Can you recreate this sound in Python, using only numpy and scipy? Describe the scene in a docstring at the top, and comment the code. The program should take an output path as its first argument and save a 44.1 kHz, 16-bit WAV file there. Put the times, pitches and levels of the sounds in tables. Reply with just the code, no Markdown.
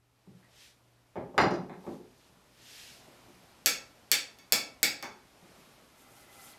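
"""Knocks of tools and a chair on a bench, then bright raps of a brush handle on a tin can rim, then brushing.
Raps: noisy cracks plus damped modes. Knocks: random contacts convolved with wood and steel modes.
Sleeves, feet, bristles and rumble are coloured noise under level curves; a faint hum wavers below.
The small shop answers knocks and raps with sparse taps that decay band by band. Both channels are equal."""
import sys
import numpy as np
from scipy import signal
from scipy.io import wavfile
from scipy.ndimage import uniform_filter1d

SR = 44100
rng = np.random.default_rng(int(sys.argv[2]) if len(sys.argv) > 2 else 0)


def dump_mix(stems):
    """Bounce the given channels to the path in sys.argv[1] as a 16-bit WAV at rate SR."""
    frames = np.atleast_2d(stems).T  # one column per channel
    limited = np.clip(frames, -1, 1)  # hard clip at full scale
    pcm = np.round(limited * 32767).astype(np.int16)
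    wavfile.write(sys.argv[1], SR, pcm)


def invert_db(level):
    """Linear amplitude ratio for a level in decibels (20 dB per decade), elementwise."""
    return 10 ** (np.asarray(level, dtype=float) / 20)


N = 290178
SIDES = 3  # radiation directions; index 0 faces the microphone


def evened(x):
    """Scales to unit rms."""
    return x / np.sqrt(np.mean(x ** 2) + 1e-20)


def read(points, hz):
    """Interpolates a curve over log frequency."""
    f, value = np.transpose(points)
    return np.interp(np.log(hz + 1), np.log(f + 1), value)


def add(mix, s, sound):
    """Mixes a sound in at s seconds, cut at the end of the mix."""
    part = mix[:, round(s * SR):][:, :sound.shape[1]]
    part += sound[:, :part.shape[1]]


def ring(modes, weight_db, hold):
    """Damped sines at unit energy; strike spot and direction vary mode levels and signs."""
    hz, db, t60_s = np.transpose(modes)[:, :, None]
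    t = np.arange(SR // 4) / SR
    luck_db = 1.5 * rng.standard_normal((SIDES, len(modes)))
    sign = rng.choice([-1., 1.], luck_db.shape)
    sign[0] = (-1.) ** np.arange(len(modes))
    envelope = invert_db(db + weight_db(hz) - 60 * t / (hold * t60_s))
    sines = envelope * np.sin(2 * np.pi * hz * t)
    sound = (sign * invert_db(luck_db)) @ sines
    return sound / np.linalg.norm(sound, axis=1, keepdims=True)


def hiss(spectrum, patchy_db, size):
    """Coloured noise at unit rms; level drifts in patches over time and frequency."""
    hop = size // 4
    frames, hz = N // hop + 5, np.fft.rfftfreq(size, 1 / SR)
    real, imag, patches = rng.standard_normal((frames, len(hz), 3)).T
    patches = uniform_filter1d(uniform_filter1d(patches, 12, 0), 12, 1)
    gain_db = read(spectrum, hz)[:, None] + patchy_db * evened(patches)
    bins = (real + 1j * imag) * invert_db(gain_db)
    return evened(signal.istft(bins, nperseg=size, noverlap=size - hop)[1][:N])


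SWELL_DB = 3.5  # drop one rise time before and one fall time after the peak


def swell(s, rise_s, fall_s, db):
    """Bell-shaped gain with separate rise and fall."""
    t = np.arange(N) / SR - s
    drop_db = SWELL_DB * (t / np.where(t < 0, rise_s, fall_s)) ** 2
    return invert_db(db - np.minimum(drop_db, 200))


# building rumble spectrum: f/Hz, relative level/dB per Hz
RUMBLE_SPECTRUM = [(12, -74), (20, -27), (70, 12), (108, -35), (129, -43), (145, -10), (160, -9), (210, -7),
                   (350, -120)]
RUMBLE_DB = -76.5


def rumble():
    """Building rumble: patchy low-frequency noise."""
    return invert_db(RUMBLE_DB) * hiss(RUMBLE_SPECTRUM, patchy_db=2, size=2048)


# mains hum: f/Hz, level/dB rms before waver
MAINS_HUM = (119.5, -76.5)


def hum():
    """Mains hum: one sine whose level wavers slowly and randomly."""
    hz, db = MAINS_HUM
    waver = rng.standard_normal(N)
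    waver = uniform_filter1d(uniform_filter1d(waver, SR // 5), SR // 5)
    level_db = db + 3 * evened(waver)
    return invert_db(level_db) * np.sqrt(2) * np.sin(2 * np.pi * hz * np.arange(N) / SR)


# room bands: f/Hz, t60/s, return level/dB before wet_db
SHOP_BANDS = [(118.4, 0.55, 14), (326, 0.47, 4.5), (860, 0.45, 7), (2200, 0.34, 4), (5880, 0.31, 0.5),
              (12900, 0.2, -6.5)]


def shop(x, wet_db):
    """Direct sound plus sparse random-sign wall taps per direction; each band has its own decay."""
    taps = np.zeros((SIDES, SR))
    at = np.arange(160, SR - 20, 20)
    at = at + rng.integers(0, 20, (SIDES, len(at)))
    np.put_along_axis(taps, at, rng.choice([-1., 1.], at.shape), 1)
    hz, t, bins = signal.stft(taps, SR, nperseg=256)
    band_hz, t60_s, back_db = np.transpose(SHOP_BANDS)
    t60_s = read(np.transpose([band_hz, t60_s]), hz)[:, None]
    back_db = read(np.transpose([band_hz, back_db]), hz)[:, None]
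    decay = invert_db(-60 * t / t60_s)
    decay *= invert_db(back_db) / np.linalg.norm(decay, axis=1, keepdims=True)
    tail = signal.istft(bins * decay, SR, nperseg=256)[1]
    wet = signal.fftconvolve(x, tail, axes=1)[:, :N].sum(0) / np.sqrt(SIDES)
    return x[0] + invert_db(wet_db) * wet


# worker activity: t/s, level/dB
BUSTLE_CURVE = [(0, -14), (0.25, -9), (0.4, -5), (1.0, -8), (1.8, -5.5), (2.5, -3), (3.1, 2.5), (3.6, 0.5),
                (4.401, -1), (5.3, -1.5), (5.6, 3.5), (5.9, 0), (6.58, 3)]


def bustle():
    """Activity curve in dB that drives rustle and shuffle."""
    return np.interp(np.arange(N) / SR, *np.transpose(BUSTLE_CURVE))


# foot shuffle spectrum: f/Hz, relative level/dB per Hz
SHUFFLE_SPECTRUM = [(59, -18), (100, -7), (162, -8.5), (237, -6), (524, -10), (584, -7.5), (1440, -13.5),
                    (1620, -16.5), (2500, -17.5), (3250, -30), (5500, -120)]
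SHUFFLE_DB, SHUFFLE_SLOPE = -62.5, 1  # level at 0 dB bustle; dB per dB of bustle


def shuffle(busy_db):
    """Feet shuffle: low noise that follows activity."""
    level = invert_db(SHUFFLE_DB + SHUFFLE_SLOPE * busy_db)
    return level * hiss(SHUFFLE_SPECTRUM, patchy_db=0.86, size=1024)


# friction body, cloth and bristles: f/Hz, relative level/dB per Hz
SWISH_SPECTRUM = [(530, -22), (900, -26), (1800, -6), (1980, -8), (3060, -3.5), (4670, -5.5), (5250, -6),
                  (8000, -13.5), (10400, -20.5), (17600, -120)]
# friction treble, cloth and bristles: f/Hz, relative level/dB per Hz
FIZZ_SPECTRUM = [(3820, -15), (6500, -5), (10900, -3), (13600, -4), (14300, -42), (15000, -29.5)]
# sleeve along shirt: t/s of fastest point, rise/s, fall/s, level/dB, treble level/dB re sweep
SLEEVE_SWEEPS = [(0.645, 0.067, 0.049, -57.5, -10.5), (1.93, 0.096, 0.044, -67, -3.5),
                 (2.26, 0.1, 0.038, -68.5, -9), (2.8, 0.11, 0.12, -51.5, -9)]
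RUSTLE_DB = -67.5  # at 0 dB bustle
RUSTLE_TOP_DB, RUSTLE_TOP_SLOPE = -72, 0.93  # treble at 0 dB bustle; dB per dB of bustle


def cloth(busy_db):
    """Sleeve friction: body and treble noise; sweeps add in power to the steady rustle."""
    sweeps, top_sweeps = 0, 0
    for s, rise_s, fall_s, db, top_db in SLEEVE_SWEEPS:
        sweep = swell(s, rise_s, fall_s, db)
        sweeps = sweeps + sweep
        top_sweeps = top_sweeps + sweep * invert_db(top_db)
    swish = np.hypot(invert_db(RUSTLE_DB + busy_db), sweeps)
    fizz = np.hypot(invert_db(RUSTLE_TOP_DB + RUSTLE_TOP_SLOPE * busy_db), top_sweeps)
    body = swish * hiss(SWISH_SPECTRUM, patchy_db=0.6, size=512)
    return body + fizz * hiss(FIZZ_SPECTRUM, patchy_db=0.5, size=512)


# leg socket resonances: f/Hz, width/Hz, relative level/dB
SOCKET_HOLLOW = [(800, 12, 11.5), (1346, 65, 11), (2030, 23, 10.5)]
# brush in leg socket: t/s of peak pressure, rise/s, fall/s, level/dB
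BRUSH_STROKES = [(6.005, 0.023, 0.029, -69.5), (6.21, 0.077, 0.032, -66.5), (6.35, 0.036, 0.074, -66.5),
                 (6.48, 0.054, 0.035, -61)]
BRISTLE_TOP_DB, HOLLOW_DB = 3.5, -12.5  # re stroke


def brush():
    """Bristles hiss on wood; noise through resonators sounds the hollow of the socket."""
    noise = rng.standard_normal(N)
    hollow = np.zeros(N)
    for hz, width_hz, db in SOCKET_HOLLOW:
        b, a = signal.iirpeak(hz, hz / width_hz, SR)
        hollow += invert_db(db) * evened(signal.lfilter(b, a, noise))
    bristles = hiss(SWISH_SPECTRUM, patchy_db=3.8, size=256)
    bristles = bristles + invert_db(BRISTLE_TOP_DB) * hiss(FIZZ_SPECTRUM, patchy_db=1.8, size=256)
    pressure = sum(swell(*row) for row in BRUSH_STROKES)
    smooth_pressure = uniform_filter1d(pressure, size=SR // 6)
    return pressure * bristles + invert_db(HOLLOW_DB) * smooth_pressure * hollow


# wood and tools on bench: t/s, level/dB, weight f/Hz, fall either side/dB per octave, steel level/dB re wood
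BENCH_KNOCKS = [(0.269, -32, 145, 5.5, -60), (0.329, -57, 70, 23, -60), (0.427, -43, 1900, 26, -60),
                (0.483, -62, 730, 10, -60), (1.157, -16, 646, 11, -38), (1.167, -13, 530, 8.5, -35),
                (1.344, -21.5, 620, 24, -60), (1.379, 4, 1510, 5.5, -13.5), (1.414, -8.5, 377, 3.5, -6),
                (1.44, -9, 613, 8, -18), (1.508, -8, 437, 4.5, -17.5), (1.54, -21.5, 300, 1, -8),
                (1.696, -23, 800, 3, -46.5), (1.729, -32.5, 2100, 3.5, -47), (1.842, -28, 800, 16, -53),
                (1.866, -15.5, 420, 7, -46), (1.905, -22.5, 400, 13, -49), (1.974, -49, 400, 19, -56),
                (2.289, -44, 146, 13, -67), (3.07, -34.5, 530, 21, -36), (3.28, -37.5, 274, 13, -58),
                (5.0282, -17.5, 1340, 9.5, -36), (5.42, -37.5, 251, 11.5, -66)]
# bench top and chair seat modes: f/Hz, relative level/dB, t60/s before hold
BENCH_MODES = [(61, -8.5, 0.15), (129.8, -8.5, 0.21), (161.5, -7, 0.058), (184.6, -2.5, 0.15),
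               (266, -0.6, 0.078), (360, -0.5, 0.11), (419, 0.7, 0.07), (512, -0.5, 0.032),
               (586, 3.1, 0.025), (677, -10, 0.051), (825, 6, 0.018), (1010, 1.5, 0.011), (1040, -3, 0.02),
               (1300, -2.5, 0.018), (1665, 2.5, 0.01), (1900, -5.5, 0.032), (2100, 0, 0.015),
               (2520, -5, 0.015), (3020, -6, 0.0039), (3610, -6.5, 0.015), (4060, -7.5, 0.018),
               (5500, -30, 0.004), (7160, -8, 0.0064), (9200, -59, 0.0033), (11400, -54, 0.0048)]
# steel tool modes: f/Hz, relative level/dB, t60/s before hold
TOOL_MODES = [(2880, -3, 0.028), (4140, -0.5, 0.02), (4825, -2, 0.03), (4960, -6, 0.034),
              (5460, 5.5, 0.0044), (5880, 5, 0.0053), (5900, -1, 0.0065), (6900, -12.5, 0.027),
              (7200, -15.5, 0.036), (8100, -22, 0.0083), (9000, -15, 0.023), (12200, -9, 0.003)]
BENCH_BASS_HZ = 99
RATTLE_S = 0.0083  # amplitude time constant of small contacts


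def bench():
    """One blow plus a fading rattle of contacts excites wood and steel; deep bass radiates poorly."""
    out, t = np.zeros((SIDES, N)), np.arange(SR // 8) / SR
    for s, db, weight_hz, fall_db, tool_db in BENCH_KNOCKS:
        chance, size = rng.random((2, SIDES, len(t)))
        contacts = (chance < 300 / SR) * (size - .4) * np.exp(-t / RATTLE_S)  # 300 per s
        contacts[:, 0] = 1
        wood = ring(BENCH_MODES, lambda hz: -fall_db * abs(np.log2(hz / weight_hz)), hold=0.84)
        steel = ring(TOOL_MODES, lambda hz: 0, hold=0.88)
        body = wood + invert_db(tool_db) * steel
        add(out, s, invert_db(db) * signal.fftconvolve(contacts, body, axes=1))
    return signal.lfilter(*signal.butter(3, BENCH_BASS_HZ, "high", fs=SR), out)


# first instant of a rap: f/Hz, relative level/dB per Hz
CRACK_SPECTRUM = [(290, -25), (500, -10), (823, -21), (2230, -2), (2990, -8), (4500, -1.5), (5530, -2.5),
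                  (5950, -10), (7860, 0), (8710, -10), (10100, -4), (10700, -10), (12600, -0.5),
                  (14500, -5.5), (16600, -19)]
# echo off bench top under can: delay/s, level/dB
BENCH_ECHO = (.001, -7)


def crack():
    """Minimum-phase click roughened by decaying contact noise, with an inverted bench echo; unit energy."""
    hz = abs(np.fft.fftfreq(2048, 1 / SR))
    log_gain = np.log(invert_db(read(CRACK_SPECTRUM, hz)))
    click = np.fft.ifft(np.exp(signal.hilbert(log_gain).conj())).real[:1024]
    i = np.arange(256)
    contact = .25 * rng.standard_normal(256) * invert_db(-60 * i / SR / .008)  # t60 8 ms
    contact[0] += 1
    delay_s, echo_db = BENCH_ECHO
    contact[round(delay_s * SR)] -= invert_db(echo_db)
    sound = np.convolve(click, contact)
    return sound / np.linalg.norm(sound)


# raps on can: t/s, ring level/dB, brightness/dB per octave, crack level/dB re ring
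CAN_RAPS = [(3.66, 1, 0, 5.5), (4.1158, 1, 1, 5.5), (4.387, -31, -3, -4), (4.394, -50, -17, -4),
            (4.427, -49, -18, -22), (4.523, -0.5, -1.5, 7.5), (4.8305, 0, -1, 5.5), (5.0261, -16, -2.5, -5)]
# can modes: f/Hz, relative level/dB, free t60/s before grip
CAN_MODES = [(310, -1.5, 0.058), (590, -41, 0.081), (829, -10.5, 0.2), (1900, 0.5, 0.054), (2107, 0, 0.058),
             (3150, -10, 0.029), (3540, 14, .04), (4500, -3, 0.012), (4564, 12, 0.12), (4730, -3, 0.015),
             (5206, 18, 0.03), (5660, 16, 0.03), (6860, -27, 0.014), (6600, 12.5, 0.12),
             (6470, 18.5, 0.024), (8150, -26, 0.026), (7880, 4, 0.016), (8100, -26, 0.021),
             (9300, -26, 0.016), (9840, 0, 0.051), (11600, -18, 0.022), (12900, 2, 0.0063), (1335, -9, .5),
             (1760, -11, .45), (2205, 0, .35), (2245, 1, .5), (2285, -2, .35), (2605, -5, .5),
             (3495, -4, .45), (3578, -6, .45), (4580, 2, .4), (4790, -2, .3), (5390, -5, .4), ]
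CAN_BASS_HZ = 195
GRIP = 0.5  # share of free t60 left by the hand


def can():
    """Handle strikes rim: crack, then hand-damped modes; the small can radiates little bass."""
    out = np.zeros((SIDES, N))
    for s, db, tilt_db, crack_db in CAN_RAPS:
        add(out, s, invert_db(db) * ring(CAN_MODES, lambda hz: tilt_db * np.log2(hz), GRIP))
        cracks = np.array([crack() for side in range(SIDES)])
        add(out, s, invert_db(db + crack_db) * cracks)
    return signal.lfilter(*signal.butter(2, CAN_BASS_HZ, "high", fs=SR), out)


def scene():
    """Sums all sources at one microphone, which feeds both channels."""
    busy_db = bustle()
    stir = rumble() + hum() + shuffle(busy_db) + cloth(busy_db)
    mono = stir + brush() + shop(bench(), wet_db=-4.5) + shop(can(), wet_db=-5.5)
    return np.array([mono, mono])


def top_cut(x):
    """Nothing passes above the cut-off."""
    return signal.sosfilt(signal.butter(12, 17130, fs=SR, output="sos"), x)


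CEILING = 1.1  # input stage rounds peaks towards this height
EDGE_HZ = 16950


def record(dry):
    """Soft input overload, then a linear-phase low-pass."""
    rounded = CEILING * np.tanh(dry / CEILING)
    lowpass = signal.firwin(255, EDGE_HZ, window=("kaiser", 9), fs=SR)
    mix = signal.oaconvolve(rounded, lowpass[None], "same")
    return top_cut(mix)


dry = scene()
out = record(dry)
dump_mix(out)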